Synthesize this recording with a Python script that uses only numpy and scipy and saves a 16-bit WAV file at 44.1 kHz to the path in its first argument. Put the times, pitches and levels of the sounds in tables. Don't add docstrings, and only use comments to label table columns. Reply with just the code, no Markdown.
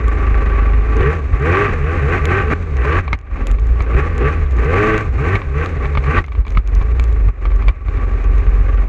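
import sys
import numpy as np
from scipy import signal
from scipy.fft import rfft, irfft, next_fast_len
from scipy.io import wavfile
from scipy.ndimage import uniform_filter1d

SR = 44100
rng = np.random.default_rng(int(sys.argv[2]) if len(sys.argv) > 2 else 0)


def wrap_up_sound(samples):
    columns = np.atleast_2d(samples).T
    tamed = np.clip(columns, -1, 1)
    steps = np.round(tamed * 32767).astype(np.int16)
    wavfile.write(sys.argv[1], SR, steps)


def nominal_scale(level):
    x = np.asarray(level, float) / 20
    return 10 ** x


N = 391608


def evened(x):
    return x / np.sqrt(np.mean(x ** 2) + 1e-20)


def steadied(x, span_s):
    size = int(span_s * SR)
    power = uniform_filter1d(uniform_filter1d(x ** 2, size), size)
    return x / np.sqrt(abs(power) + 1e-9)


def along(rows, column, t):
    rows = np.array(rows)
    return np.interp(t, rows[:, 0], rows[:, column])


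def coloured(x, points):
    size = next_fast_len(N)
    f, db = np.transpose(points)
    bins = np.fft.rfftfreq(size, 1 / SR)
    gain = nominal_scale(np.interp(np.log(bins + 1), np.log(f), db))
    return irfft(rfft(x, size) * gain, size)[:N]


def band(x, low_hz, high_hz, order=2):
    return signal.sosfilt(signal.butter(order, [low_hz, high_hz], "band", fs=SR, output="sos"), x)


def ring(x, modes):
    out = 0
    for k, (hz, width, db) in enumerate(modes):
        out = out + (-1) ** k * nominal_scale(db) * signal.lfilter(*signal.iirpeak(hz, hz / width, SR), x)
    return out


def wander(span_s):
    size = int(span_s * SR)
    return evened(uniform_filter1d(uniform_filter1d(rng.standard_normal(N), size), size))


def add(mix, s, sound):
    part = mix[round(s * SR):][:len(sound)]
    part += sound[:len(part)]


def racing(t):
    # t/s, speed/turns per s
    cruise = [(0, 53), (.6, 50.5), (1.0, 55), (1.3, 46), (1.82, 66), (2.05, 68), (2.45, 70), (2.8, 60),
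              (3.1, 52), (3.4, 41), (3.66, 58), (4.2, 58), (5.17, 56), (5.5, 69), (5.8, 55), (6.08, 65),
              (6.4, 47), (8.88, 45)]
    # start/s, grips again/s, top speed/turns per s, settling time/s
    revs = [(1.0, 1.15, 84, .12), (1.33, 1.61, 103, .21), (1.82, 1.95, 90, .06), (2.04, 2.17, 94, .05),
            (2.23, 2.38, 102, .07), (2.47, 2.58, 87, .2), (2.82, 2.99, 95, .11), (3.94, 4.1, 85, .08),
            (4.2, 4.33, 82, .2), (4.62, 4.97, 138, .13), (5.17, 5.39, 108, .07), (5.54, 5.66, 89, .15),
            (5.81, 5.9, 73, .16), (6.07, 6.17, 90, .13), (6.8, 6.93, 61, .3)]
    limiter_hz, rise_bend, fall_bend, swell_s = 108, .85, 1.5, 0.042
    base, gain, free = along(cruise, 1, t), 0 * t, 0 * t
    for start, grip, top, settle in revs:
        climb = np.clip((t - start) / (grip - start), 0, 1) ** rise_bend
        sag = np.clip((t - grip) / settle, 0, 1) ** fall_bend
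        gain = np.maximum(gain, (climb - sag) * (top - base))
        loose = np.interp(t, [start, start + swell_s, grip, grip + settle], [0, 1, 1, 0])
        free = np.maximum(free, loose)
    return np.minimum(base + gain, limiter_hz), free


def bursts(t, exhaust_share):
    # opens/s, full/s, shuts/s, shaking level/dB, exhaust over shaking/dB
    throttle_bursts = [(0.921, 1.019, 1.107, -19, 4.5), (1.362, 1.511, 1.66, -13.5, -1),
                       (1.808, 1.894, 1.98, -25, -6.5), (1.993, 2.132, 2.16, -16.5, -3),
                       (2.215, 2.313, 2.407, -15, -5), (2.477, 2.538, 2.438, -11, -2),
                       (2.776, 2.913, 2.96, -15, -5.5), (3.878, 3.994, 3.99, -20.5, 3.5),
                       (4.19, 4.231, 4.28, -18, 2), (4.588, 4.781, 4.972, -14, 2.5),
                       (5.154, 5.262, 5.37, -19, -1), (5.54, 5.63, 5.62, -18, -3.5),
                       (5.803, 5.85, 5.79, -22, -7.5), (6.057, 6.186, 6.105, -11.5, -9)]
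    open_db, release_db_per_s, lift_off_s = -16, 198, 0.013
    shake_db, opened = 0 * t - 90, 0 * t
    for start, full, shut, db, over_db in throttle_bursts:
        level = np.interp(t, [start - .03, start, full, shut, shut + 0.26],
                          [-60, open_db, 0, 0, -.3 * release_db_per_s])
        shake_db = np.maximum(shake_db, db + exhaust_share * over_db + level)
        grip = np.interp(t, [start, start + 0.026, shut, shut + lift_off_s], [0, 1, 1, 0])
        opened = np.maximum(opened, grip)
    return shake_db, opened


def ride():
    # t/s, effort level/dB, buffeting by the chop/dB
    load = [(0, -26.5, -12), (.57, -24, -8), (.9, -30, -11.5), (1.25, -37.5, -21.5), (1.8, -27, -17.5),
            (2.7, -36.5, -18.5), (3.4, -29, -10.5), (3.6, -42.5, -12), (3.9, -27, -13.5),
            (4.55, -33.5, -14), (5.1, -42.5, -17.5), (5.75, -33.5, -21), (6.05, -33, -19.5),
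            (6.35, -44, -17.5), (6.75, -37, -8), (7.5, -36, -10), (8.0, -34, -12), (8.88, -32, -7)]
    # t/s, sink of the level/dB, recovery time/s, boom surge/dB
    slams = [(1.35, -7.5, 0.053, 12.5), (2.998, -10, 0.15, 7.5), (3.147, -23, 0.23, 4.5),
             (3.471, 2.5, 0.069, -9), (3.821, -5, 0.15, -2.5), (4.438, -7, 0.077, 4), (5.36, -8, 0.12, 7),
             (6.207, -14.5, 0.14, 10.5), (6.408, -11.5, 0.061, 5.5), (6.488, -0.5, 0.023, 1),
             (6.589, -11, 0.12, 3.5), (7.292, -19, 0.13, 7.5), (7.489, -2.5, .1, 3),
             (7.698, -17.5, 0.23, 7), (8.842, -12.5, .1, -4)]
    sink_s, surge_s, crash_s, exhaust_lead_s = 0.023, .03, 0.016, 0.023
    t = np.linspace(0, N / SR, num=6000)
    speed, free = racing(t)
    shake_db, opened = bursts(t, 0)
    gas_db, _ = bursts(t + exhaust_lead_s, 1)
    sink, surge, crash = 0 * t, 0 * t, 0 * t
    for s, sink_db, back, surge_db in slams:
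        low = s + sink_s
        sink += np.interp(t, [s, low, low + 0.32 * back, low + back], [0, sink_db, sink_db, 0])
        surge += surge_db * np.exp(-((t - s + 0.012) / surge_s) ** 2)
        crash += surge_db * np.exp(-((t - s + .012) / crash_s) ** 2)
    load_db = along(load, 1, t)
    effort = 20 * np.log10(nominal_scale(load_db) + nominal_scale(shake_db))
    steady_gas_db = -28.5 + 0.48 * (load_db + 28.5)
    burst_gas_db = np.maximum(gas_db, shake_db - 4) - 4.0
    gas = 20 * np.log10(nominal_scale(steady_gas_db) + nominal_scale(burst_gas_db))
    drone = np.interp(speed, [40, 51.5, 79, 108], [-24, -17.5, -21, -28.5])
    drone = drone + 0.2 * (effort + 28) + 2.53 * opened
    controls = dict(speed=speed, opened=opened, sink=sink,
                    boom=along(load, 2, t) - 4.1 * free + surge + 0.76 * sink,
                    drone=drone + .9 * surge + 0.67 * sink,
                    exhaust=gas + 0.88 * sink,
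                    rattle=effort + 0.8 * sink + .6 * crash)
    return {name: np.interp(np.arange(N) / SR, t, value) for name, value in controls.items()}


def water(run):
    # f/Hz, level/dB per Hz
    rush_spectrum = [(76, -33.5), (130, -1.5), (198, -16), (335, -9.5), (418, -13), (573, -15), (707, -19),
                     (807, -12), (896, -25.5), (1150, -8.5), (1380, -19.5), (2370, -16), (3000, -33),
                     (3900, -63), (6600, -120)]
    # f/Hz, level/dB per Hz
    spray_spectrum = [(2400, -6), (3000, -15.5), (3800, -3), (5000, -7), (6500, 4.5), (8000, 1.5),
                      (9200, -13.5), (11300, -9.5), (12100, -18.5), (12600, -70.5)]
    droplet_db = 2.6 * np.minimum(rng.exponential(1, N), 5)
    fine = nominal_scale(droplet_db) * (rng.random(N) < 900 / SR)
    rush = rng.standard_normal(N) * nominal_scale(2.48 * wander(0.012))
    spray = rush + .5 * evened(fine * rng.choice([-1, 1], N))
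    shake_db = run["rattle"] + 28
    rush_db = 0.69 * shake_db - 31.5
    spray_db = 0.41 * run["sink"] + 0.37 * shake_db + 0.073 * run["speed"] - 45.0
    return (nominal_scale(rush_db) * evened(coloured(rush, rush_spectrum))
            + nominal_scale(spray_db) * evened(coloured(spray, spray_spectrum)))


def drops():
    # t/s, peak level/dB, level of the duller part/dB
    housing_drops = [(0.082, -30.5, 2), (0.9681, -32.5, -3), (1.5007, -46, 1), (2.2552, -20.5, 5.5),
                     (2.7691, -34.5, -8), (3.0106, -44.5, -1), (3.1313, -32, -3), (3.47, -23, -1),
                     (3.5144, -28.5, -3), (3.67, -39.5, -8), (3.8232, -35, -7), (4.1804, -29.5, -2.5),
                     (4.5103, -39.5, -1), (4.568, -38.5, -4), (4.6463, -37.5, -7), (4.9791, -26.5, -3),
                     (5.3532, -38, -9), (5.6605, -34, 14), (6.1816, -37.5, 4), (6.466, -45, -2),
                     (6.4812, -43, 16), (6.5056, -38, -3), (6.5869, -42, -3), (6.6753, -33.5, -13),
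                     (6.7514, -30.5, -15), (6.8259, -46, -4), (6.9977, -29.5, 11), (7.0407, -30, -3),
                     (7.1274, -39, 3), (7.6844, -30.5, -4)]
    mist_per_s, mist_db = 5, -52
    out, t = np.zeros(N), np.arange(400) / SR
    mist = [(s * N / SR, mist_db + 13 * size, 3)
            for s, size in rng.random((int(mist_per_s * N / SR), 2))]
    rows = list(housing_drops) + mist
    splat = np.diff(rng.standard_normal((len(rows), 401)))
    for (s, db, dull_db), (tone, low), wet in zip(rows, rng.random((len(rows), 2)), splat):
        tick = np.sin(2 * np.pi * (6000 + 1200 * tone) * t) * nominal_scale(-60 * t / 0.0043)
        dull = np.sin(2 * np.pi * (2800 + 1400 * low) * t) * nominal_scale(-60 * t / 0.0016)
        tick += nominal_scale(dull_db - 10.5) * dull
        tick += 0.13 * wet * nominal_scale(-60 * t / 0.024)
        add(out, s, nominal_scale(db + 21.5) * tick)
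    return out


def struck(hits, swing_hz):
    out, t = np.zeros(N), np.arange(2600) / SR
    splash = signal.lfilter(*signal.butter(N=2, Wn=[400, 3000], btype="band", fs=SR),
                            rng.standard_normal((len(hits), 2600)))
    for (s, db, hz, push_db), (lag, tone), wet in zip(hits, rng.random((len(hits), 2)), splash):
        hit = np.sin(2 * np.pi * hz * t) * nominal_scale(-60 * t / 0.027)
        hit += 0.69 * np.sin(2 * np.pi * (3430 - hz) * t) * nominal_scale(-60 * t / 0.02)
        hit += 0.21 * np.sin(2 * np.pi * (3500 + 600 * tone) * t) * nominal_scale(-60 * t / 0.0097)
        hit += .8 * wet * nominal_scale(-60 * t / .05)
        swing = np.sin(2 * np.pi * swing_hz * t) * np.exp(-t / 0.011)
        add(out, s, nominal_scale(db - 7.0) * hit)
        add(out, s + 0.0016 + 0.0071 * lag, nominal_scale(db - 21.5) * hit)
        add(out, s + 0.0022, nominal_scale(push_db - 7.0) * swing)
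    return out


def panel_slaps():
    # t/s, peak level/dB, ring f/Hz, low push level/dB
    slaps = [
        (3.13, 0.5, 2150, 1),
        (3.4716, -21.5, 2640, -24),
        (5.355, -3, 2196, -12),
        (6.188, -3, 1890, -10),
        (6.242, -18, 2100, -18),
        (6.468, -17, 2310, -25),
        (6.55, -19.5, 2220, -25),
        (5.7678, -18, 1925, -4),
        (6.996, -11, 2320, -17.5),
        (7.6835, 0, 2313, 5),
    ]
    return struck(slaps, swing_hz=85)


def loose_knocks():
    # t/s, peak level/dB, ring f/Hz, low push level/dB
    loose_parts = [(1.0083, -12.5, 1130, 7), (1.3358, -16, 1244, -17), (1.5543, -9, 1070, -37),
                   (2.8523, -13, 1023, -20.5), (2.9263, -5.5, 1140, -13), (3.079, -10.5, 1130, -17),
                   (3.2617, -39, 1150, -27), (3.5861, -20, 1170, -17), (3.8055, -8, 1180, 6.5),
                   (3.9479, -16.5, 1090, 10.5), (4.462, -20, 1145, -34), (5.1614, -20.5, 1135, 0),
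                   (5.4173, -12.5, 1100, -28), (5.8551, -9, 1150, 0), (5.952, -8, 1150, 0),
                   (5.9734, -2.5, 1210, 8), (6.0397, -12, 1190, -24), (6.0686, -14, 1110, -17),
                   (6.2822, -22, 1200, -22), (6.3204, -17.5, 1170, -31), (6.3512, -18, 1160, -31),
                   (6.4511, -22, 1115, -20), (6.5724, -3, 1260, 11.5), (6.756, -26.5, 1150, -2),
                   (6.8132, -13.5, 1090, 3.5), (7.4538, -8, 1200, -17), (7.5177, -20.5, 1150, -8),
                   (7.6232, -14, 1160, -20), (7.884, -17, 1150, 3), (7.9724, -17.5, 1200, -2)]
    return struck(loose_parts, swing_hz=59.4)


def firings(turns, spread_db, weak_db):
    whole = turns.astype(int)
    random_db = spread_db * rng.standard_normal(whole[-1] + 1)[whole]
    return nominal_scale(random_db + weak_db * (whole % 2))


def hull_boom(turns, strength, loaded):
    pulses = evened(strength * np.diff(np.floor(turns), prepend=0))
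    thumps = evened(band(pulses, 24, 66, order=4)) * (1 - .7 * loaded)
    return thumps + .35 * evened(band(rng.standard_normal(N), 30, 58))


def shaft_drone(turns, speed, strength, loaded, opened):
    # multiple of shaft speed, level when slow/dB, level at speed/dB
    shaft_orders = [(1, 0, 0), (1.5, -9, -25), (2, -20, -11)]
    # f/Hz, width/Hz, lift/dB
    mount_hz, mount_width_hz, mount_db = (137.4, 23, 9.7)
    orders = 0
    for k, slow_db, fast_db in shaft_orders:
        lift_db = mount_db / (1 + ((k * speed - mount_hz) / mount_width_hz * 2) ** 2)
        order_db = slow_db + (fast_db - slow_db) * loaded + loaded * (0.45 + 0.88 * opened) * lift_db
        orders = orders + nominal_scale(order_db) * np.cos(2 * np.pi * k * turns + k)
    rumble = evened(band(rng.standard_normal(N), 62, 105, order=3))
    return band(orders * uniform_filter1d(strength, 500), 56, 200) + .1 * rumble


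def exhaust_bark(turns, speed):
    # multiple of shaft speed, level/dB
    bark_orders = [(2, 1), (3, 0), (4, 0), (5, -10), (6, 0), (7, -8), (8, -3), (10, -6), (11, -6)]
    # f/Hz, level/dB
    pipe_hz, pipe_db = np.transpose([(150, -30.5), (215, -11.5), (320, -5.5), (420, 11), (480, 5),
                                     (560, -15), (700, -14), (900, -30), (1150, -12)])
    limited_db = 9 * np.clip((speed - 100) / 7, 0, 1)
    bark = 0
    for k, db in bark_orders:
        order_db = db + (k != 4) * limited_db + np.interp(k * speed, pipe_hz, pipe_db) + 2.0 * wander(0.033)
        bark = bark + nominal_scale(order_db) * np.cos(2 * np.pi * k * turns + k * k)
    return evened(bark)


def exhaust_note(bark, puff):
    # f/Hz, width/Hz, level/dB
    chamber = [(246, 80, 0), (310, 93, -1.5), (404, 85, -0.5), (564, 22, -13.5)]
    return 3.5 * bark + evened(ring(puff * rng.standard_normal(N), chamber))


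def panel_rattle(bark, puff, turns, speed):
    # f/Hz, width/Hz, level/dB
    hull_panels = [(803, 5.7, -4.5), (1150, 32, 1.5), (1343, 87, -9.5), (1536, 55.6, -3), (1877, 200, -7.5),
                   (2520, 338, -12.5)]
    chatter = nominal_scale(1.62 * wander(0.0023))
    lope = nominal_scale(-8 * np.clip((50 - speed) / 4, 0, 1) * (turns % 2 > 1))
    shaking = evened(puff * lope * chatter * rng.standard_normal(N))
    rattle = ring(0.12 * bark + shaking, hull_panels)
    beads = evened(ring(puff * lope ** 2 * rng.standard_normal(N), hull_panels[:2]))
    return rattle, beads


def engine(run):
    speed = uniform_filter1d(run["speed"], 1000)
    turns = np.cumsum(speed * (1 + .012 * wander(.03))) / SR
    loaded = np.clip((speed - 54) / 14, 0, 1)
    strength = firings(turns, spread_db=2.0, weak_db=-4.0) ** (1 - .8 * loaded)
    puff = strength * (1.2 + np.exp(-(turns % 1) / 0.15))
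    loud = np.clip((run["exhaust"] + 34) / 12, 0, 1)
    throttle = loaded * loud * (.15 + .85 * run["opened"]) + .16 * np.clip((speed - 47) / 4, 0, 1)
    bark = throttle * exhaust_bark(turns, speed)
    boom = hull_boom(turns, strength, loaded)
    drone = shaft_drone(turns, speed, strength, loaded, run["opened"])
    exhaust = exhaust_note(bark, puff)
    rattle, beads = panel_rattle(bark, puff, turns, speed)
    return (nominal_scale(run["rattle"] - 8.0 - 17.0 * loaded) * beads
            + nominal_scale(run["boom"] + 2 * wander(.025)) * steadied(boom, 0.089)
            + nominal_scale(run["drone"] + 2 * wander(.04)) * steadied(drone, 0.041)
            + nominal_scale(run["exhaust"] - 1.5) * steadied(exhaust, 0.041)
            + nominal_scale(run["rattle"] - 5.5) * steadied(rattle, 0.9))


def scene():
    run = ride()
    return (water(run) + drops() + panel_slaps() + loose_knocks() + engine(run))[None]


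def thin_treble(x):
    hz, _, z = signal.stft(x, SR, nperseg=2048)
    strip = (hz // 450).astype(int)
    starts = np.unique(strip, return_index=True)[1]
    strip_db = 10 * np.log10(np.add.reduceat(abs(z) ** 2, starts) + 1e-20)
    jitter_db = 6 * uniform_filter1d(rng.standard_normal(strip_db.shape), 3, axis=1)
    swell_db = .5 * (strip_db[16] - strip_db[16].mean())
    strip_db = (strip_db + jitter_db - swell_db)[strip]
    kept = (hz[:, None] < 8400) | (strip_db > -84)
    return signal.istft(z * kept, SR, nperseg=2048)[1][None, :N]


def band_limit(x):
    return signal.sosfilt(signal.butter(12, 12100, fs=SR, output="sos"), x)


def record(dry):
    dull = signal.lfilter(*signal.butter(N=2, Wn=3200, fs=SR), dry) + 0.16 * dry
    dull = signal.lfilter(*signal.butter(N=2, Wn=26, btype="high", fs=SR), dull)
    limited = 1.038 * np.tanh(thin_treble(dull[0]) / 1.206)
    return band_limit(limited)


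dry = scene()
out = record(dry)
wrap_up_sound(out)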